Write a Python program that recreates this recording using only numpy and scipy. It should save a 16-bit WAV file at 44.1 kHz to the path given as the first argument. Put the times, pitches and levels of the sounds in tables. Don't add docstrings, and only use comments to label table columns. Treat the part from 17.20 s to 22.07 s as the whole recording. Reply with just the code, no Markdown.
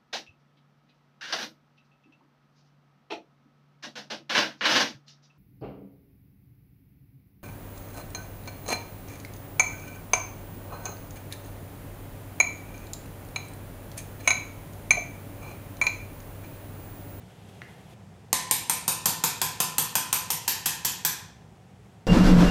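import sys
import numpy as np
from scipy import signal
from scipy.fft import rfft, irfft
from scipy.io import wavfile

SR = 44100
rng = np.random.default_rng(int(sys.argv[2]) if len(sys.argv) > 2 else 0)


def wav_record(signal):
    frames = np.transpose(np.atleast_2d(signal))
    bounded = np.clip(frames, -1, 1)
    quanta = np.round(bounded * 32767).astype(np.int16)
    wavfile.write(sys.argv[1], SR, quanta)


N = 214673

# (time [s], strength [dB], contact rise [s], pitch of the shaft's lowest clank [Hz],
# relative clank level [dB], relative handle level [dB])
TAPS = [(1.129, 0.5, 0.00037, 1850, 0, 2), (1.311, -.5, 0.00024, 1820, 0, 9.5),
        (1.4966, -2.5, 0.00012, 1290, 0, 10.5), (1.679, -1.5, 0.00047, 1350, 0, 10.5),
        (1.857, 1.5, 0.00038, 1370, -2, 4.5), (2.0383, 0.5, 0.00029, 1400, 1.5, -1),
        (2.2156, -1.5, 0.00015, 1600, 0, 1.5), (2.4022, -0.5, 0.00026, 1360, -1, 6),
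        (2.5825, -0.5, 0.000094, 1350, -2, 4.5), (2.754, -0.5, 0.000069, 1450, 0, 3),
        (2.9283, -.5, 0.00009, 1370, -2, 6), (3.1032, -1.5, 0.00038, 2000, -4, 6),
        (3.2784, 1.5, 0.00075, 1770, 1.5, -14), (3.458, 1, .001, 1750, 2.5, 1),
        (3.648, 1.5, .0011, 1720, 2, -13.5), (3.8492, 1.5, 0.00049, 1640, 0, -3)]
SQUARE_DB, GLANCE_DB_PER_S = 4, 4797.5
LOOSE_MALLET_DB, LOOSE_DIRECT_DB, BITE_DEPTH = -17, 4.5, 0.025


def mallet_taps(count):
    sent, near = np.zeros((count, N)), np.zeros(N)
    depths = np.linspace(0, 1, len(TAPS))
    for (s, db, rise_s, clank_hz, clank_db, handle_db), depth in zip(TAPS, depths):
        loose = np.exp(-depth / BITE_DEPTH)
        mallet_db = LOOSE_MALLET_DB * loose
        rays = undb(db) * tap(rise_s, handle_db, mallet_db, clank_hz, clank_db, depth, count)
        direct_db = SQUARE_DB - GLANCE_DB_PER_S * rise_s + LOOSE_DIRECT_DB * loose
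        add(sent, s, rays)
        add(near, s, early(rays, direct_db))
    return sent, near


# (pitch [Hz], relative energy [dB], time to fade by 60 dB [s])
SHAFT_MODES = [(786, -55.5, 0.025), (880, -53, 0.045), (956, -51, 0.044), (1013.6, -53.5, 0.61),
               (1063, -56, .05), (1802, -60, 0.11), (2540, -63.5, 0.013), (6310, -54.5, .03),
               (6530, -59.5, .03), (7330, -51.5, 0.024)]
HANDLE_MODES = [(8530, -49, 0.0064), (8940, -55.5, .032), (9020, -52, 0.02), (9280, -49, .02)]
MALLET_MODES = [(11700, -48, 0.0077), (11970, -49.5, 0.0444), (12270, -41, 0.02), (14145, -67, 0.17)]
BONE_MODES = [(159, -57, 0.093), (243, -60, 0.029), (360, -63, 0.046), (497, -60.5, 0.071)]
BODY_DB, GRIP_DAMP_DB, GRIP_DEPTH, GRIP_SPREAD = 3.5, 6.5, 0.69, 0.07


def tap(rise_s, handle_db, mallet_db, clank_hz, clank_db, depth, count):
    t = np.arange(SR // 4) / SR
    rise_s = max(rise_s, 1 / SR)
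    seat = 1 - np.exp(-t / rise_s)
    grip = 1 / (1 + np.exp((GRIP_DEPTH - depth) / GRIP_SPREAD))
    shaft = ring(SHAFT_MODES, t, count, detune=0.005)
    bone = ring(BONE_MODES, t, count, detune=0.013)
    body = undb(BODY_DB - GRIP_DAMP_DB * grip) * (shaft + bone)
    handle = undb(handle_db) * ring(HANDLE_MODES, t, count, detune=0.00392)
    mallet = undb(mallet_db) * ring(MALLET_MODES, t, count, scatter_db=3.0, detune=0.0023)
    clanks = undb(clank_db) * shaft_clanks(clank_hz, depth, t, count)
    return steel_crack(rise_s, seat, depth, t, count) + seat * (clanks + body + handle + mallet)


# (frequency [Hz], relative level per Hz [dB])
CRACK_SPECTRUM = [(60, -12), (200, -12.5), (400, -10), (620, -14.5), (900, 0), (1250, -6.5), (2000, -8.5),
                  (2800, -5), (4000, -2), (5000, 0.5), (7300, 4), (10200, -2), (12400, -0.5), (13200, -8.5)]
CRACK_DB, CRACK_T60_S = -36.5, 0.0086
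TREBLE_DB, TREBLE_GAIN_DB = -4, 9.5


def steel_crack(rise_s, seat, depth, t, count):
    top_db = TREBLE_DB + TREBLE_GAIN_DB * depth
    spectrum = [(hz, db + top_db * np.clip((hz - 12400) / 800, 0, 1)) for hz, db in CRACK_SPECTRUM]
    contact = seat * fade(t, CRACK_T60_S + 4 * rise_s)
    bursts = [colour(rng.standard_normal(len(t)) * contact, spectrum) for _ in range(count)]
    return undb(CRACK_DB) * unit(np.array(bursts))


# (relative energy at depth 0 [dB], gain up to depth 1 [dB])
CLANK_LEVELS = [(-48.5, 2.5), (-48, -1), (-51.5, 3)]
# (loose pitch [Hz], seated pitch [Hz])
UPPER_CLANK_PITCHES = [(2240, 2594), (4300, 3300)]
SETTLE_DEPTH, CLANK_STRAY = 0.18, 0.033
CLANK_T60_S = 0.0075


def shaft_clanks(lowest_hz, depth, t, count):
    unsettled = np.exp(-depth / SETTLE_DEPTH)
    upper_hz = [seated + (loose - seated) * unsettled for loose, seated in UPPER_CLANK_PITCHES]
    stray = 1 + CLANK_STRAY * rng.standard_normal(2)
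    pitches = [lowest_hz, *(upper_hz * stray)]
    modes = [(hz, db + gain_db * depth, CLANK_T60_S) for hz, (db, gain_db) in zip(pitches, CLANK_LEVELS)]
    return ring(modes, t, count, scatter_db=1.0, detune=0.004)


def ring(modes, t, count, scatter_db=0.5, detune=0.0033):
    hz, db, t60 = np.transpose(modes)
    hz = hz * (1 + detune * rng.standard_normal(len(hz)))
    waves = unit(np.sin(2 * np.pi * hz[:, None] * t) * fade(t, t60[:, None]))
    size, side = rng.standard_normal((2, count, len(hz)))
    return (np.sign(side) * undb(db + scatter_db * size)) @ waves


# (pitch [Hz], relative energy [dB], time to fade by 60 dB [s])
TOOL_MODES = [(1455, -8.5, .018), (1780, -3, 0.017), (1920, -6, 0.029), (2065, -4, 0.033),
              (2830, -14.5, 0.043), (4050, -17, 0.0036), (5900, -19, 0.0032)]
CLICK_S, CLICK_DB, CLICK_DIRECT_DB = 0.4185, -62.5, 10.5


def tool_click(sent, near):
    count = len(sent)
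    click = undb(CLICK_DB) * ring(TOOL_MODES, np.arange(SR // 4) / SR, count)
    add(sent, CLICK_S, click)
    add(near, CLICK_S, early(click, CLICK_DIRECT_DB))


# (delay [s], relative level [dB])
NEAR_ECHOES = [(.0022, 0), (.0066, -12.5), (.0080, -6.5)]


def early(rays, direct_db):
    out = undb(direct_db) * rays[0]
    for (s, db), ray in zip(NEAR_ECHOES, rays[1:]):
        add(out, s, undb(db) * ray)
    return out


# (frequency [Hz], relative level [dB])
NEAR_SPECTRUM = [(200, -1.5), (1000, -1), (2500, -1), (7000, -1.5), (14000, -2.5)]


def soften_near(near):
    return colour(near, NEAR_SPECTRUM)


# (frequency [Hz], time to fade by 60 dB [s], relative level [dB])
ROOM_BANDS = [(125, 0.69, 0.5), (489, 0.8, -2), (1102, 0.61, -2.5), (2500, 0.6, 2.5), (4950, 0.51, 0),
              (8180, 0.39, -3), (12000, 0.29, -0.5), (16000, 0.11, -12)]
BUILD_S = 0.0051


def room(x):
    t = np.arange(SR) / SR
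    hz, t60, db = np.transpose(ROOM_BANDS)
    noise = rfft(rng.standard_normal(len(t)))
    bins = np.fft.rfftfreq(len(t), 1 / SR)
    tail = 0
    for share, decay, band_db in zip(np.eye(len(hz)), t60, db):
        shape = unit(fade(t, decay) * (1 - np.exp(-t / BUILD_S))) / np.sqrt(SR)
        band = irfft(noise * on_log(bins, hz, share), len(t))
        tail = tail + undb(band_db) * shape * band
    return signal.fftconvolve(x, tail)[:N]


# (frequency [Hz], relative level per Hz [dB])
GOWN_SPECTRUM = [(150, 2), (700, 0.5), (1300, -11), (2300, -10), (3300, -8.5), (4500, -18), (8000, -19),
                 (12000, -20), (16000, -32)]
# (start [s], length before fading [s], level before the flicker [dB])
ARM_MOVES = [(0, 0.294, -58), (0.278, 0.46, -55.5), (.97, .04, -70), (4.622, .12, -65.5)]
RUSTLE_ATTACK_S, RUSTLE_T60_S = 0.018, 0.043


def gown():
    t = np.arange(N) / SR
    moves = 0
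    for s, length, db in ARM_MOVES:
        swell = np.clip((t - s) / RUSTLE_ATTACK_S, 0, 1)
        release = fade(np.maximum(t - s - length, 0), RUSTLE_T60_S)
        moves = moves + undb(db) * swell * release
    strokes = undb(1.4 * walk(41))
    return hiss(GOWN_SPECTRUM) * moves * strokes


# (frequency [Hz], relative level per Hz [dB])
AIR_SPECTRUM = [(100, -0.5), (230, -10.5), (400, 2), (600, -5), (750, -1.5), (1100, -10.5), (2000, -13.5),
                (3400, -18), (4000, -21.5), (8000, -24), (16000, -37.5)]
RUMBLE_SPECTRUM = [(25, -11), (42, -23.5), (57, -5), (76, -8.5), (115, 2.5), (145, -7.5), (190, -1.5),
                   (260, -15), (400, -33), (1000, -62)]
# (pitch [Hz], width as rate of random change [Hz], relative level [dB])
DUCT_HUMS = [(99, 10, -57.5), (159.2, 27, -59), (760, 110, -71)]
RUMBLE_DB, AIR_DB = -51, -56.5
FLOW_DB, FLOW_DB_PER_S = 1.02, -0.5


def ventilation():
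    t = np.arange(N) / SR
    hum = 0
    for hz, width, db in DUCT_HUMS:
        wander = walk(width) + 1j * walk(width)
        hum = hum + undb(db) * np.real(wander * np.exp(2j * np.pi * hz * t))
    rumble = hiss(RUMBLE_SPECTRUM) * undb(RUMBLE_DB + 0.67 * walk(12))
    air = hiss(AIR_SPECTRUM) * undb(AIR_DB)
    return (air + rumble + hum) * undb(FLOW_DB + FLOW_DB_PER_S * t)


def hiss(spectrum):
    x = colour(rng.standard_normal(N), spectrum, size=8192)
    return x / np.std(x)


def walk(rate):
    knots = rng.standard_normal(1024)
    return np.interp(np.arange(N) / SR * rate, np.arange(len(knots)), knots)


def colour(x, spectrum, size=2048):
    bins = np.fft.rfftfreq(size, 1 / SR)
    gain = undb(on_log(bins, *np.transpose(spectrum)))
    cepstrum = irfft(np.log(gain))
    cepstrum[1:size // 2] *= 2
    cepstrum[size // 2 + 1:] = 0
    return signal.fftconvolve(x, irfft(np.exp(rfft(cepstrum))))[:len(x)]


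def on_log(hz, points, values):
    return np.interp(np.log(np.maximum(hz, 1)), np.log(points), values)


def fade(t, t60):
    return np.exp(-np.log(1000) * t / np.maximum(t60, 1e-4))


def unit(x):
    return x / np.sqrt(np.sum(x ** 2, axis=-1, keepdims=True) / SR)


def undb(db):
    return 10 ** (np.asarray(db) / 20)


def add(track, s, sound):
    start = int(s * SR)
    track[..., start:start + sound.shape[-1]] += sound[..., :track.shape[-1] - start]


DIRECT_DB, ROOM_DB = -9.5, -3


def scene(count=6):
    sent, near = mallet_taps(count)
    tool_click(sent, near)
    walls = sum(room(ray) for ray in sent) / np.sqrt(count)
    struck = undb(DIRECT_DB) * soften_near(near) + undb(ROOM_DB) * walls
    return (struck + gown() + ventilation())[None]


LOW_CUT_HZ, TOP_HZ = 60, 15800


def record(dry):
    low_cut = signal.butter(4, LOW_CUT_HZ, "high", fs=SR, output="sos")
    top_cut = signal.ellip(8, 0.2, 70, TOP_HZ, fs=SR, output="sos")
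    return signal.sosfilt(top_cut, signal.sosfilt(low_cut, dry))


dry = scene()
out = record(dry)
wav_record(out)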